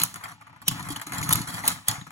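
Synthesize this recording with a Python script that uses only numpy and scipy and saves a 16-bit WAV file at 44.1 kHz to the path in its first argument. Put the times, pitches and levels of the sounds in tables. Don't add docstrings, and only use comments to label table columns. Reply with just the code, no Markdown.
import sys
import numpy as np
from scipy import signal
from scipy.fft import rfft, irfft, next_fast_len
from scipy.io import wavfile
from scipy.ndimage import uniform_filter1d

SR = 44100
rng = np.random.default_rng(int(sys.argv[2]) if len(sys.argv) > 2 else 0)


def elevation(decibels):
    levels = np.asarray(decibels, float)
    return 10 ** (levels / 20)


def unload_wav(signal):
    wavfile.write(
        sys.argv[1],
        SR,
        np.round(np.clip(np.atleast_2d(signal).T, -1, 1) * 32767).astype(np.int16),
    )


N = 93095

# (frequency [Hz], level [dB], t60 [s])
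RIM_MODES = [(2536, -12.5, 0.0034), (3560, -4.5, 0.0057), (4139, -7, 0.017), (4870, -7, 0.0093),
             (5534, -7.5, 0.0038), (6210, -21, 0.019), (6944, -1, 0.0031), (7550, -4, 0.009),
             (8406, 0.5, 0.006), (9700, 5, 0.0091), (11156, 7, 0.0061), (11500, -18.5, 0.0049),
             (12820, 4, 0.012), (14330, -5.5, 0.044)]
# (time [s], level [dB], hollow share [dB], hiss share [dB])
TIP_PRESSURE = [(0, -35, 6.5, 0.5), (0.049, -43, -2.5, 10.5), (0.098, -56, 2, -3), (0.261, -47, -8, -8),
                (.38, -61, -0.5, -32), (.66, -56.5, 2, -17), (.7, -48, 7, -5), (.93, -47.5, 5.5, -3.5),
                (1.048, -52, 1.5, -16), (1.149, -34.5, 0.5, -9.5), (1.28, -40, 4.5, -2.5),
                (1.388, -39.5, 11.5, 5.5), (1.437, -46.5, 4, -1), (1.62, -43, -5, -0.5),
                (1.704, -42, 4.5, 7), (1.86, -61.5, 2, -23), (1.902, -43, 1.5, 1),
                (2.062, -59.5, -6, -18.5)]


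def shape(table, size, log=True):
    hz, value = np.array(table).T
    bins = np.maximum(np.arange(size // 2 + 1) * SR / size, 1)
    if log:
        return np.interp(np.log(bins), np.log(hz), value)
    return np.interp(bins, hz, value)


def unit(x):
    return x / np.sqrt(np.mean(x ** 2))


def decay(t, t60):
    return np.exp(-np.log(1000) * t / t60)


def through(x, response):
    return signal.fftconvolve(x, response)[:N]


def ring(modes, length, detune, scatter_db):
    t = np.arange(int(length * SR))[:, None] / SR
    hz, db, t60 = np.array(modes).T
    level_draw, pitch_draw, sign_draw = rng.standard_normal((3, len(hz)))
    level = np.sign(sign_draw) * elevation(db + scatter_db * level_draw)
    tones = level * np.sin(2 * np.pi * hz * (1 + detune * pitch_draw) * t) * decay(t, t60)
    y = tones.sum(axis=1)
    return y / np.sqrt(np.sum(y ** 2))


def body(x, modes, length, detune, scatter_db, count=6):
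    spot = rng.integers(0, count, N)
    return sum(through(x * (spot == k), ring(modes, length, detune, scatter_db)) for k in range(count))


def grains(per_s, spread_db):
    chance, sign, size = rng.random((3, N))
    clicks = (chance < per_s / SR) * np.sign(sign - .5)
    return unit(clicks * elevation(-spread_db * np.log(size + .03)))


def walk(rate):
    hold = int(SR / rate)
    steps = np.repeat(rng.standard_normal(N), hold)[:N]
    return unit(uniform_filter1d(steps, hold // 2))


def struck(rows, db, rise_s, shift, t60=None):
    t, out = np.arange(SR // 8) / SR, np.zeros(N + SR)
    for s, peak_db, hz, *own in rows:
        phase = 2 * np.pi * hz * shift * t
        fade = (1 - np.exp(-t / rise_s)) * decay(t, t60 or own[0])
        i = int(s * SR)
        out[i:i + len(t)] += elevation(peak_db + db) * (np.sin(phase) + .5 * np.sin(.97 * phase)) * fade
    return out[:N]


def rim_blows():
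    # (time [s], peak level [dB], bowl share [dB], weight of the lower rim modes [dB])
    blows = [(.0005, -13.5, -32, 0.5), (.0056, -35, -29, 2), (0.0167, -10.5, -38, 3),
             (0.0349, -3, -23, -10.5), (0.0363, -4, -40, -10), (0.142, -23, -20, -8),
             (0.6805, -2, -41, 0.5), (0.6834, -6.5, -28, -4.5), (0.6844, -1.5, -53, -22.5),
             (1.2920, -6, -34, -10.5), (1.2935, -18.5, -10, -8), (1.3267, 0, -29, -12),
             (1.3294, -5, -53, 1.5), (1.333, -2, -42, -7), (1.3566, -8.5, -29, -21),
             (1.6778, -3.5, -29, -2.5), (1.6794, -3.5, -30, -15), (1.6828, -4.5, -26, -27),
             (1.8834, -6.5, -27, -5.5), (1.8848, -2, -52, -2.5), (1.8864, -17, -10.5, 15),
             (1.895, -17, -39, 11.5), (1.9124, -14.5, -48, 5.5), (2.106, -35, -7, 1)]
    blow_db, crack_db, crack_s = 1, -15, 0.00075
    swell_db, swell_s = -29.5, 0.0072
    thump_db, thump_late_s = -34.5, 0.0041
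    lower_hz = 5500
    rim, push, thump = np.zeros((3, N + SR))
    t = np.arange(int(.04 * SR)) / SR
    for s, db, bowl_db, lower_db in blows:
        modes = [(hz, level + lower_db * (hz < lower_hz), t60) for hz, level, t60 in RIM_MODES]
        tone = ring(modes, .04, detune=.02, scatter_db=4)
        noise, swell_noise = rng.standard_normal((2, len(t) + 1))
        crack = np.diff(noise) * np.exp(-t / crack_s) / 2
        swell = uniform_filter1d(swell_noise[1:], size=2) * np.exp(-t / swell_s)
        i = int(s * SR)
        rim[i:i + len(t)] += elevation(db + blow_db) * (tone / np.abs(tone).max() + elevation(crack_db) * crack)
        rim[max(i - len(t), 0):i] += elevation(db + swell_db) * swell[:i][::-1]
        push[i] += elevation(db + bowl_db) * 10
        thump[i + int(thump_late_s * SR)] += elevation(db + thump_db) * 20
    return rim[:N], push[:N], thump[:N]


def rim_clacks(shift):
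    # (time [s], peak level [dB], frequency [Hz])
    clacks = [(.2364, -34, 2070), (.24, -39, 4720), (.2568, -30, 2056), (.4184, -41.5, 2210),
              (.6804, -18.5, 3404), (.6834, -27.5, 3970), (.6815, -21, 2890), (.9602, -31, 3040),
              (1.0136, -39, 1840), (1.2281, -23.5, 2130), (1.3079, -22.5, 2080), (1.3264, -21, 3600),
              (1.5723, -31, 1960), (1.6377, -29, 2000), (1.6791, -21, 3700), (1.68, -32.5, 556),
              (1.8831, -21, 3520), (1.8838, -14, 6766), (2.0118, -38, 3760)]
    return struck(clacks, -1.5, .00037, shift, t60=.0193)


def rattle():
    starts = [.158, .2364, .281, .410, .496, .528, .617, .711, .7946, .826, .886, .903, .9188, .9602, .9966,
              1.0141, 1.066, 1.1209, 1.132, 1.1822, 1.2136, 1.228, 1.306, 1.4157, 1.4735, 1.5404, 1.5898,
              1.637, 2.012, 2.066, .316, .468, .561]
    # (rim level [dB], bowl level [dB], hollow level [dB], fade time [s])
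    skids = [(-30, -32, -37, 0.011), (-32, -32.5, -37.5, 0.0114), (-40, -49.5, -54.5, 0.028),
             (-47, -42.5, -46.5, 0.011), (-58, -45.5, -51, 0.0073), (-60, -51.5, -53, 0.014),
             (-35, -36, -42, 0.0078), (-26.5, -30, -28, 0.012), (-32.5, -30.5, -29, 0.015),
             (-28.5, -68, -38, 0.0038), (-29, -31, -36, .012), (-21, -29.5, -34, 0.0078),
             (-25, -40, -26, 0.0074), (-23.5, -30, -42, 0.0086), (-31, -28.5, -61, 0.0022),
             (-28, -32.5, -57, 0.012), (-31.5, -37.5, -50, 0.024), (-27, -30, -36.5, 0.0055),
             (-27, -42.5, -33, 0.027), (-21, -43, -32, 0.0053), (-23.5, -30, -16, 0.0028),
             (-21, -40, -31, 0.017), (-15, -20.5, -21.5, 0.013), (-20.5, -57, -36, 0.0033),
             (-25.5, -30, -32, 0.0304), (-28, -42, -31, 0.011), (-56, -37.5, -44, 0.037),
             (-31, -51, -50, 0.034), (-38.5, -33.5, -25.5, 0.003), (-43.5, -39.5, -37.5, .012),
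             (-40.5, -39.5, -43.5, 0.009), (-50.5, -43, -54, 0.011), (-55, -46, -51, 0.01)]
    trim_db = np.array([-5.5, -4.5, -1.5])
    t, drive = np.arange(N) / SR, np.zeros((3, N))
    knocks = grains(2300, 4)
    knocks[(np.array(starts) * SR).astype(int) + 1] = 3
    for s, (*levels_db, length) in zip(starts, skids):
        fade = (t >= s) * np.exp(-np.maximum(t - s, 0) / length)
        drive += elevation(np.array(levels_db) + trim_db)[:, None] * fade
    return drive * knocks


def tip_skid():
    s, db, _, _ = np.array(TIP_PRESSURE).T
    wobble_hz, wobble_db = 24.92, 3.5
    press = elevation(np.interp(np.arange(N) / SR, s, db) + wobble_db * walk(wobble_hz))
    return press, press * grains(1200, 3)


def tip_hiss(press):
    s, _, _, hiss_db = np.array(TIP_PRESSURE).T
    return press * elevation(np.interp(np.arange(N) / SR, s, hiss_db)) * grains(2500, 4.5)


def tip_scrape():
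    s, db, low_db, _ = np.array(TIP_PRESSURE).T
    return elevation(np.interp(np.arange(N) / SR, s, db + low_db) + 2.3 * walk(18)) * grains(760, 3.86)


def bowl_floor(drive):
    # (frequency [Hz], level [dB], t60 [s])
    floor_modes = [(712.4, 1.5, 0.065), (847, 7.5, 0.036), (1014, 1.5, 0.086), (1177, 12, 0.024),
                   (1271, 4.5, 0.041), (1451, 9.5, 0.023), (1715, 6.5, 0.027), (2105, 13.5, 0.0094),
                   (505, -7.5, 0.033)]
    high = signal.butter(3, 454, "high", fs=SR, output="sos")
    return signal.sosfilt(high, body(drive, floor_modes, .12, .03, 3.0))


def tip_knocks(shift):
    # (time [s], peak level [dB], frequency [Hz], t60 [s])
    knocks = [(0.157, -30.5, 1250, 0.05), (0.238, -30, 1350, 0.066), (0.28, -36, 1357, 0.05),
              (0.314, -43, 1198, 0.085), (0.38, -49, 870, 0.05), (0.404, -49, 868, 0.077),
              (0.421, -36, 1204, 0.06), (0.471, -43, 1190, 0.056), (0.529, -46, 912, 0.05),
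              (0.561, -49, 1070, 0.042), (0.622, -37, 1130, 0.065), (0.71, -34, 1124, 0.05),
              (0.797, -38, 1168, 0.045), (0.865, -37, 1060, 0.062), (0.889, -34, 1150, 0.05),
              (0.912, -31.5, 1124, 0.087), (1.272, -29, 1330, 0.05), (1.292, -26, 1130, 0.043),
              (1.305, -31, 1160, 0.042), (1.35, -22.5, 1256, 0.063), (1.471, -32, 1327, 0.057),
              (1.642, -24, 867, 0.061), (1.664, -21.5, 1390, 0.032), (1.887, -25.5, 845, 0.03)]
    return struck(knocks, -3, .0015, shift)


def hollow_underside(drive):
    # (frequency [Hz], level [dB], t60 [s])
    hollow_modes = [(60, -27, 0.087), (84, 0.5, 0.034), (113.7, 4, 0.1), (146.3, -6, 0.11),
                    (181.8, -3.5, 0.091), (232, -4, .1), (279.7, -1.5, 0.086)]
    low = signal.butter(2, (102, 380), "band", fs=SR, output="sos")
    return signal.sosfilt(low, body(drive, hollow_modes, .3, .02, 1.5, count=2))


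def bumps_below(shift):
    # (time [s], peak level [dB], frequency [Hz])
    bumps = [(0.162, -40.5, 122.5), (0.239, -40, 159), (0.615, -45, 144), (0.681, -24, 166),
             (0.719, -25, 115), (0.867, -31, 130), (0.903, -23.5, 294), (1.07, -31.5, 297),
             (1.13, -37, 298), (1.209, -23.5, 142), (1.291, -18, 162), (1.351, -18.5, 115.4),
             (1.478, -39, 122.6), (1.641, -33, 245), (1.672, -31, 252), (1.72, -38, 165),
             (1.89, -26.5, 116), (1.982, -28, 135)]
    return struck(bumps, -4, .0019, shift, t60=.082)


def smear(x, db, t60, count=3):
    # (frequency [Hz], level [dB])
    colour = [(450, -58), (800, -7.5), (1200, -15.5), (3000, 6.5), (7000, 4.5), (10000, -7.5),
              (14000, -16.5), (16500, 0.5)]
    place = np.repeat(rng.integers(0, count, N // 2048 + 1), 2048)[:N]
    size, out = SR // 2, 0
    for k in range(count):
        noise = irfft(rfft(rng.standard_normal(size)) * elevation(shape(colour, size)), size)
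        tail = noise * decay(np.arange(size) / SR, t60)
        out = out + through(x * (place == k), tail / np.sqrt(np.sum(tail ** 2))) * elevation(db)
    return out


def room_tone():
    # (frequency [Hz], level [dB])
    colour = [(18, -74), (30, -49), (100, 30.5), (569, -23), (1160, -72), (1860, -48), (2230, 15.5),
              (8300, -2), (16000, -64)]
    return unit(irfft(rfft(rng.standard_normal(N)) * elevation(shape(colour, N)), N)) * elevation(-65)


def two_ports(common, differing):
    # (frequency [Hz], phase [rad])
    lead = [(500, 0), (1200, .5), (1700, 3.1), (2600, 4.5), (3400, 8.5), (4050, 3 * np.pi),
            (16500, -2.4 * np.pi)]
    # (frequency [Hz], share [ratio])
    width = [(30, 1.5), (70, .45), (150, .35), (300, .2), (600, .7), (2500, .8), (5000, .5), (7500, .3)]
    size, side = next_fast_len(N + 4096), np.array([[1], [-1]])
    mid = rfft(common, size)
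    other = 1j * rfft(differing, size) * shape(width, size)
    left_db = shape([(100, 2.5), (2500, 2.5), (4500, -1.0), (9000, -0.6)], size)
    lean = elevation(left_db * side / 2)
    turn = np.exp(.5j * shape(lead, size, log=False) * side)
    return irfft((mid + side * other) * lean * turn, size)[:, :N]


def scene():
    press, skid = tip_skid()
    hits, push, thump = rim_blows()
    tick_rim, tick_bowl, tick_hollow = rattle()
    rim = hits + body(tick_rim + tip_hiss(press), RIM_MODES, .03, .05, 3.0)
    floor_drive = skid + push + tick_bowl
    hollow_drive = tip_scrape() + tick_hollow + thump
    heard = []
    for shift in (1, 1.03):
        upper = bowl_floor(floor_drive) + tip_knocks(shift) + rim_clacks(shift)
        hollow = hollow_underside(hollow_drive) + bumps_below(shift)
        walls = smear(rim + upper, db=-2, t60=.032)
        room = smear(rim + upper, db=-12, t60=.43)
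        heard.append(upper + hollow + walls + room + room_tone())
    return two_ports(heard[0] + rim, heard[1])


def band_limit(x):
    return signal.sosfilt(signal.butter(12, 16960, fs=SR, output="sos"), x)


def record(dry):
    # (frequency [Hz], level [dB])
    colour = [(12200, 0), (13000, -5), (14400, -12), (15300, 5), (16200, -3)]
    coloured = irfft(rfft(dry) * elevation(shape(colour, N)), N)
    top_cut = signal.ellip(8, .2, 70, 16050, fs=SR, output="sos")
    mix = signal.sosfilt(top_cut, coloured)
    return band_limit(mix)


dry = scene()
out = record(dry)
unload_wav(out)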